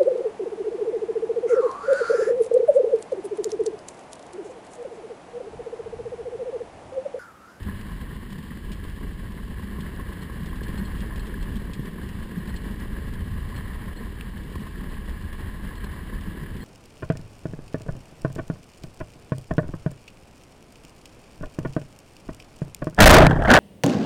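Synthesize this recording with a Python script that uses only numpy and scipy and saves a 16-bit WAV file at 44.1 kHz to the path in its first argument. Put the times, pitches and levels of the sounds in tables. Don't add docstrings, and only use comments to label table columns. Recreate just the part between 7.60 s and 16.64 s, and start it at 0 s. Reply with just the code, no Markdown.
import sys
import numpy as np
from scipy import signal
from scipy.io import wavfile
from scipy.ndimage import uniform_filter1d

SR = 44100
rng = np.random.default_rng(int(sys.argv[2]) if len(sys.argv) > 2 else 0)


def wav_record(signal):
    frames = np.transpose(np.atleast_2d(signal))
    bounded = np.clip(frames, -1, 1)
    quanta = np.round(bounded * 32767).astype(np.int16)
    wavfile.write(sys.argv[1], SR, quanta)


def how_loud(loudness_db):
    steps = np.asarray(loudness_db, float) / 20
    return 10 ** steps


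N = 398663

# (time [s], glide level [dB], roughness of the trail [dB])
GLIDE = [(0, -46, -1), (.3, -49, -0.5), (.9, -49, -2.5), (1.5, -49.5, -0.5), (1.9, -49, -1.5),
         (2.4, -46.5, 0.5), (2.8, -48, 1), (3.2, -45.5, 0.5), (3.7, -46.5, 2.5), (4.2, -49, 1.5),
         (4.8, -46.5, 1.5), (5.5, -48, 0.5), (6, -46.5, -1), (6.8, -48.5, -1), (7.4, -48.5, -1.5),
         (8.2, -46, -1.5), (8.7, -48, 0.5), (9.04, -49, 1.5)]
# (frequency [Hz], density [dB per Hz])
HOUSING_SPECTRUM = [(310, -30), (520, -8.5), (716, -10), (913, -6), (1060, 1), (1240, -8.5), (1410, -10),
                    (1570, -4.5), (1665, 1.5), (1760, -.5), (1900, -2), (2100, -8.5), (2400, -16.5),
                    (3300, -54.5)]
# (frequency [Hz], density [dB per Hz])
CRISP_SPECTRUM = [(1700, -22), (2150, -12.5), (2330, -0.5), (2390, -17), (2550, -6), (2950, 0.5),
                  (3300, -3.5), (3750, -8.5), (4000, -6.5), (4600, -9.5), (5100, -12), (5700, -19.5),
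                  (6000, -31), (6600, -63.5)]
# (time [s], peak level [dB], thud under it [dB])
BUMPS = [(0.081, -36, -3), (1.104, -39.5, 7), (1.249, -35.5, 7.5), (1.41, -37.5, 5.5), (1.792, -43, -3),
         (1.995, -36.5, 4.5), (2.185, -36.5, 8.5), (2.336, -37, 5), (2.396, -32, -2), (2.493, -38, 8),
         (2.625, -39, -2), (2.696, -35, -3), (2.929, -33.5, -5), (3.015, -35, 10.5), (3.088, -40, 12),
         (3.441, -37, 9), (3.522, -35, 4), (3.775, -40, 2), (4.097, -37.5, 10), (4.193, -39, 8.5),
         (4.383, -33, -2), (5.121, -44, 9), (5.925, -36.5, 0), (6.41, -37.5, 6), (6.467, -35, 0),
         (6.956, -31, 5), (7.067, -35, -7), (8.11, -41, -3), (8.334, -35, -8), (8.526, -37, 4)]
# (time [s], peak level [dB], frequency [Hz])
PINGS = [(0.094, -28, 1700), (0.412, -30, 1690), (0.788, -31.5, 1820), (0.9067, -28, 1830),
         (1.3266, -36, 1760), (2.373, -28, 1680), (3.008, -26, 1680), (3.0685, -26, 1670),
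         (3.2101, -28, 1690), (3.4825, -34, 1800), (3.509, -26, 1720), (3.5369, -30, 1730),
         (3.5768, -32, 1680), (3.7407, -23, 1670), (4.3799, -35, 1700), (4.415, -27, 1650),
         (4.758, -29, 1670), (4.847, -37, 1830), (4.9407, -27, 1870), (5.3647, -27, 1620),
         (5.5543, -33, 1650), (6.0954, -36, 1620), (6.43, -37, 1830), (6.77, -28, 1700), (6.98, -30, 1850),
         (7.641, -32, 1660), (7.7183, -32, 1740), (8.327, -28, 1790), (8.537, -28, 1710),
         (9.0037, -33, 1940)]
# (time [s], peak level [dB])
CRACKS = [(0.21, -40), (0.4115, -42), (1.116, -36.5), (1.1313, -40), (1.296, -42), (2.2044, -38),
          (2.528, -39.5), (3.033, -38.5), (3.081, -38), (3.1542, -41), (3.1757, -37), (3.3862, -43),
          (3.403, -36.5), (3.5578, -38), (3.593, -40), (3.6666, -40), (3.8247, -37.5), (3.955, -41),
          (4.1335, -34), (4.2218, -49), (4.488, -37.5), (4.96, -39), (5.5363, -40.5), (5.962, -38),
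          (6.953, -41), (7.0658, -42.5), (7.3397, -42), (7.4934, -40), (8.2392, -42), (8.964, -41)]
# (frequency [Hz], density [dB per Hz])
SHARD_SPECTRUM = [(1500, -31), (2300, 2.5), (3100, 7.5), (4200, -1.5), (5200, -1.5), (5900, -7.5),
                  (6600, -62)]
# (time [s], swell [dB])
JOLTS = [(0.08, 6), (0.72, 9.5), (0.8, 9.5), (0.91, 6.5), (1.53, 7), (1.71, 5), (2.1, 4.5), (2.2, 7.5),
         (2.83, 9.5), (3.22, 9.5), (3.3, 4), (3.97, 8.5), (4.2, 9), (4.78, 13), (5.12, 5.0), (5.32, 9.5),
         (5.67, 7), (5.74, 8), (6.43, 7), (7.01, 9.5), (7.65, 4), (8.01, 4.5), (8.69, 7.5), (8.83, 11.5)]
# (frequency [Hz], density [dB per Hz])
THRUM_SPECTRUM = [(80, -34.5), (120, -7), (150, -3), (204, 1), (235, -6), (270, -13.5), (400, -50.5)]
# (frequency [Hz], density [dB per Hz])
RATTLE_SPECTRUM = [(160, -30), (240, -2.5), (300, -3), (420, -5.5), (500, -12), (640, -20), (830, -43),
                   (1400, -90)]
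# (time [s], upper ring level [dB], lower ring level [dB])
JINGLES = [(1.1304, -52, -53), (2.2068, -52, -54), (2.6179, -48, -54), (2.8953, -59, -50), (3.03, -47, -58),
           (3.0809, -57, -58), (3.1792, -45, -59), (3.2495, -49, -49), (3.382, -56, -49), (3.409, -56, -49),
           (3.5956, -45, -57), (3.704, -52, -55), (3.8107, -52, -53), (3.9544, -60, -46), (4.133, -52, -53),
           (4.774, -55, -56), (4.8933, -49, -47), (4.963, -41.5, -52), (5.5363, -55, -58),
           (5.9587, -45, -57), (5.979, -53, -49), (6.0447, -53, -62), (6.368, -44, -63), (8.1694, -52, -60),
           (8.2384, -48, -61), (9.01, -55, -56), (9.019, -49, -60)]
# (frequency [Hz], 60 dB decay time [s])
SNAP_MODES = [
    (4222, .06),
    (3235, .08),
]
# (time [s], peak level [dB], frequency [Hz], 60 dB decay time [s])
ICE_TICKS = [
    (6.6103, -19, 2700, .0032),
    (6.6104, -29, 1700, .008),
    (6.6129, -31, 2700, .005),
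]
# (time [s], strength [dB], turbulence [dB])
WIND = [(0, -37, -1), (.35, -39, 0), (.8, -45, 0.5), (1.15, -35.5, -2.5), (1.7, -39, -2.5), (2.2, -37, -1),
        (2.7, -41.5, 3.5), (3.1, -34.5, -1), (3.8, -33.5, -3.5), (4.3, -38, -3), (4.7, -41, 1),
        (5.1, -36, -4), (5.7, -32.5, 0.5), (6.3, -35.5, -4), (7, -40.5, 1.5), (7.4, -34.5, -6),
        (8.2, -37, -1), (9.04, -38, -2)]
# (frequency [Hz], density [dB per Hz])
BUFFET_SPECTRUM = [(9, -29.5), (16, -7), (30, -2), (36, -4.5), (43, 4), (50, -5), (60, -8), (75, -15),
                   (100, -44.5), (160, -90)]
# (frequency [Hz], density [dB per Hz])
FLUTTER_SPECTRUM = [(40, -32), (54, -4.5), (63, 0), (72, -2.5), (85, -3), (100, -7), (125, -10.5),
                    (160, -26.5), (300, -90)]
# (time [s], swell [dB])
SHOVES = [(0.35, 7), (1.09, 8), (1.28, 5), (1.84, 5.5), (2.1, 1), (2.41, 7), (2.93, 3), (3.01, 5),
          (3.59, 5.5), (3.83, 4.5), (3.97, 4.0), (4.63, 9.5), (4.97, 11), (5.05, 8), (5.48, 1), (5.76, -1),
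          (6.44, 5), (7.35, 2), (7.51, 7.5), (7.74, 4.0), (7.86, 1), (8.06, 5.5), (8.56, 10), (8.68, 7.5)]
# (time [s], swell [dB])
EDDIES = [(0.09, 6.5), (0.43, 3), (1.11, 4.5), (1.21, 6), (1.46, 5.5), (1.68, 8.5), (2.0, 6), (2.5, 4),
          (3.11, 3), (3.18, 4), (3.61, 3), (3.9, 8), (4.45, 4.0), (4.94, 9), (5.11, 7), (5.7, 3.5),
          (6.28, 4.0), (6.75, 3), (6.96, 6), (7.65, 5.5), (7.86, 7), (8.34, 5.5), (8.68, 6), (8.93, 5)]

USUAL_GLIDE_DB = -47.5


def evened(x):
    return x / np.sqrt(np.mean(x ** 2) + 1e-20)


def curve(rows):
    s, *columns = np.transpose(rows)
    return [np.interp(np.arange(N) / SR, s, c) for c in columns]


def swells(rows, half_s):
    t = np.arange(0, N, 64) / SR
    s, db = np.transpose(rows)
    bells = np.exp(-((t[:, None] - s) / half_s) ** 2)
    return np.interp(np.arange(N) / SR, t, (db * bells).sum(axis=1))


def wobble(hz):
    size = max(int(SR / hz), 1)
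    once = uniform_filter1d(rng.standard_normal(N), size)
    return evened(uniform_filter1d(once, size))


def grains(per_s, spread_db):
    chance = rng.random(N)
    size = np.minimum(rng.exponential(1, N), 4)
    sign = rng.choice([-1., 1.], N)
    return evened((chance < per_s / SR) * sign * how_loud(spread_db * size))


def colour(points, size=8192):
    f, db = np.transpose(points)
    hz = abs(np.fft.fftfreq(size, 1 / SR))
    level_db = np.interp(np.log(hz + 1), np.log(f + 1), np.maximum(db, -70))
    log_gain = level_db * np.log(10) / 20
    taps = np.fft.ifft(np.exp(np.conj(signal.hilbert(log_gain)))).real[:size // 2]
    return taps / np.linalg.norm(taps)


def through(x, taps):
    return signal.oaconvolve(x, taps)[:len(x)]


def steadied(x, share, span_s):
    swell = uniform_filter1d(x ** 2, int(span_s * SR)) + 1e-3
    return evened(x / swell ** (np.clip(share, 0, 1) / 2))


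def ring(hz, t60):
    t = np.arange(6000) / SR
    return how_loud(-60 * t / t60) * np.sin(2 * np.pi * hz * t)


def soft_rise(length, rise_s):
    return 1 - np.exp(-np.arange(length) / SR / rise_s)


def add(mix, s, sound):
    part = mix[round(s * SR):][:len(sound)]
    part += sound[:len(part)]


def runners(shake_db):
    level_db, _ = curve(GLIDE)
    crisp_db = -55.5 + 0.55 * (level_db - USUAL_GLIDE_DB)
    hiss, crisp_hiss = rng.standard_normal((2, N))
    crunch = grains(per_s=700, spread_db=2.0)
    fizz = grains(per_s=300, spread_db=0.5)
    low = through(hiss + 0.83 * crunch, colour(HOUSING_SPECTRUM))
    low = steadied(low, share=0.78, span_s=0.17)
    low *= how_loud(level_db + 0.6 * wobble(hz=4.6) + 1.24 * shake_db + 1.21 * wobble(hz=82))
    high = through(crisp_hiss + 0.19 * crunch + 0.34 * fizz, colour(CRISP_SPECTRUM))
    high = steadied(high, share=0.32, span_s=0.16)
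    high *= how_loud(crisp_db + 0.84 * shake_db + 0.58 * wobble(hz=60))
    return low + high


def knocks():
    out = np.zeros(N)
    modes = 1.25 * ring(hz=1046, t60=0.027)
    modes += 0.53 * ring(hz=720, t60=0.013)
    modes += 0.28 * ring(hz=1680, t60=0.016)
    rise = soft_rise(len(modes), rise_s=0.0015)
    for s, db, _ in BUMPS:
        add(out, s, how_loud(db + 2.5) * rise * modes)
    for s, db, hz in PINGS:
        add(out, s, how_loud(db - 1.0) * rise * ring(hz, t60=0.022))
    return out


def cracks():
    out, bright = np.zeros(N), colour(SHARD_SPECTRUM)
    t = np.arange(2000) / SR
    when, size = rng.random((40, 2)).T
    small_db = -43.5 + 3.5 * (2 * size - 1)
    rows = CRACKS + list(zip(when * N / SR, small_db))
    rise = soft_rise(len(t), rise_s=0.001)
    for s, db in rows:
        crumble_s = np.clip(0.0069 * how_loud(0.43 * (db + 42.0)), 0.002, 0.02)
        fall = np.exp(-t / crumble_s) + np.exp(-t / 0.00085)
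        burst = through(rng.standard_normal(len(t)) * fall * rise, bright)
        add(out, s, how_loud(db - 0.6) * burst / abs(burst).max())
    return out


def frame(shake_db):
    glide_db, rough_db = curve(GLIDE)
    thrum_db = -40.5 + rough_db + swells(JOLTS, half_s=0.019) + 1.46 * wobble(hz=20)
    rattle_db = -46 + rough_db + 0.37 * (glide_db - USUAL_GLIDE_DB) + 1.1 * wobble(hz=11)
    low, slats = colour(THRUM_SPECTRUM), colour(RATTLE_SPECTRUM)
    a, b = rng.standard_normal((2, N))
    thrum = steadied(through(a, low), share=0.41, span_s=0.052)
    rattle = through(b + 0.72 * grains(per_s=90, spread_db=3.0), slats)
    rattle = steadied(rattle, share=0.68, span_s=0.067)
    out = how_loud(thrum_db + 1.6 * shake_db) * thrum
    out += how_loud(rattle_db + 1.36 * shake_db) * rattle
    thud = 0.76 * low + 0.68 * slats
    thud /= abs(thud).max()
    for s, db, thud_db in BUMPS:
        add(out, s, how_loud(db + thud_db - 3.5) * thud)
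    return out


def snaps():
    out = np.zeros(N)
    rise = soft_rise(6000, rise_s=0.0015)
    for s, *levels_db in JINGLES:
        hit = rise * sum(how_loud(db + 2.3) * ring(*mode) for db, mode in zip(levels_db, SNAP_MODES))
        rebound_s = 0.006 * rng.uniform(0.7, 1.5)
        add(out, s, hit)
        add(out, s + rebound_s, how_loud(-5) * hit)
    return out


def ice_chip():
    out = np.zeros(N)
    for s, db, hz, t60 in ICE_TICKS:
        tick = ring(hz, t60)
        cycles = np.arange(len(tick)) / SR * hz
        add(out, s, how_loud(db) * tick * np.minimum(cycles / 0.6, 1))
    return out


def wind():
    level_db, turbulence_db = curve(WIND)
    a, b = rng.standard_normal((2, N))
    buffet = steadied(through(a, colour(BUFFET_SPECTRUM)), share=0.69, span_s=0.067)
    flutter = steadied(through(b, colour(FLUTTER_SPECTRUM)), share=0.48, span_s=0.059)
    buffet *= how_loud(swells(SHOVES, half_s=0.029) + 1.6 * wobble(hz=12.6))
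    flutter *= how_loud(turbulence_db + swells(EDDIES, half_s=0.027) + 1.1 * wobble(hz=14))
    return how_loud(level_db) * (buffet + flutter)


def scene():
    shake_db = 0.91 * wobble(hz=90) + 0.56 * wobble(hz=40.6)
    sled = runners(shake_db) + knocks() + cracks() + frame(shake_db) + snaps()
    return (sled + ice_chip() + wind())[None]


def roll_off(x):
    return signal.sosfilt(signal.butter(12, 15840, fs=SR, output="sos"), x)


def record(dry):
    kept_hz, repeat = 12000, 4
    kept = signal.resample_poly(dry, kept_hz, SR, axis=1)
    steps = np.repeat(kept, repeat, axis=1)
    x = signal.resample_poly(steps, SR, kept_hz * repeat, axis=1)[:, :N]
    x = np.pad(x, ((0, 0), (0, N - x.shape[1])))
    edge = signal.firwin(1023, 15290, window=("kaiser", 8), fs=SR)
    mix = signal.oaconvolve(x, edge[None], "same")
    return roll_off(mix)


dry = scene()
out = record(dry)
wav_record(out)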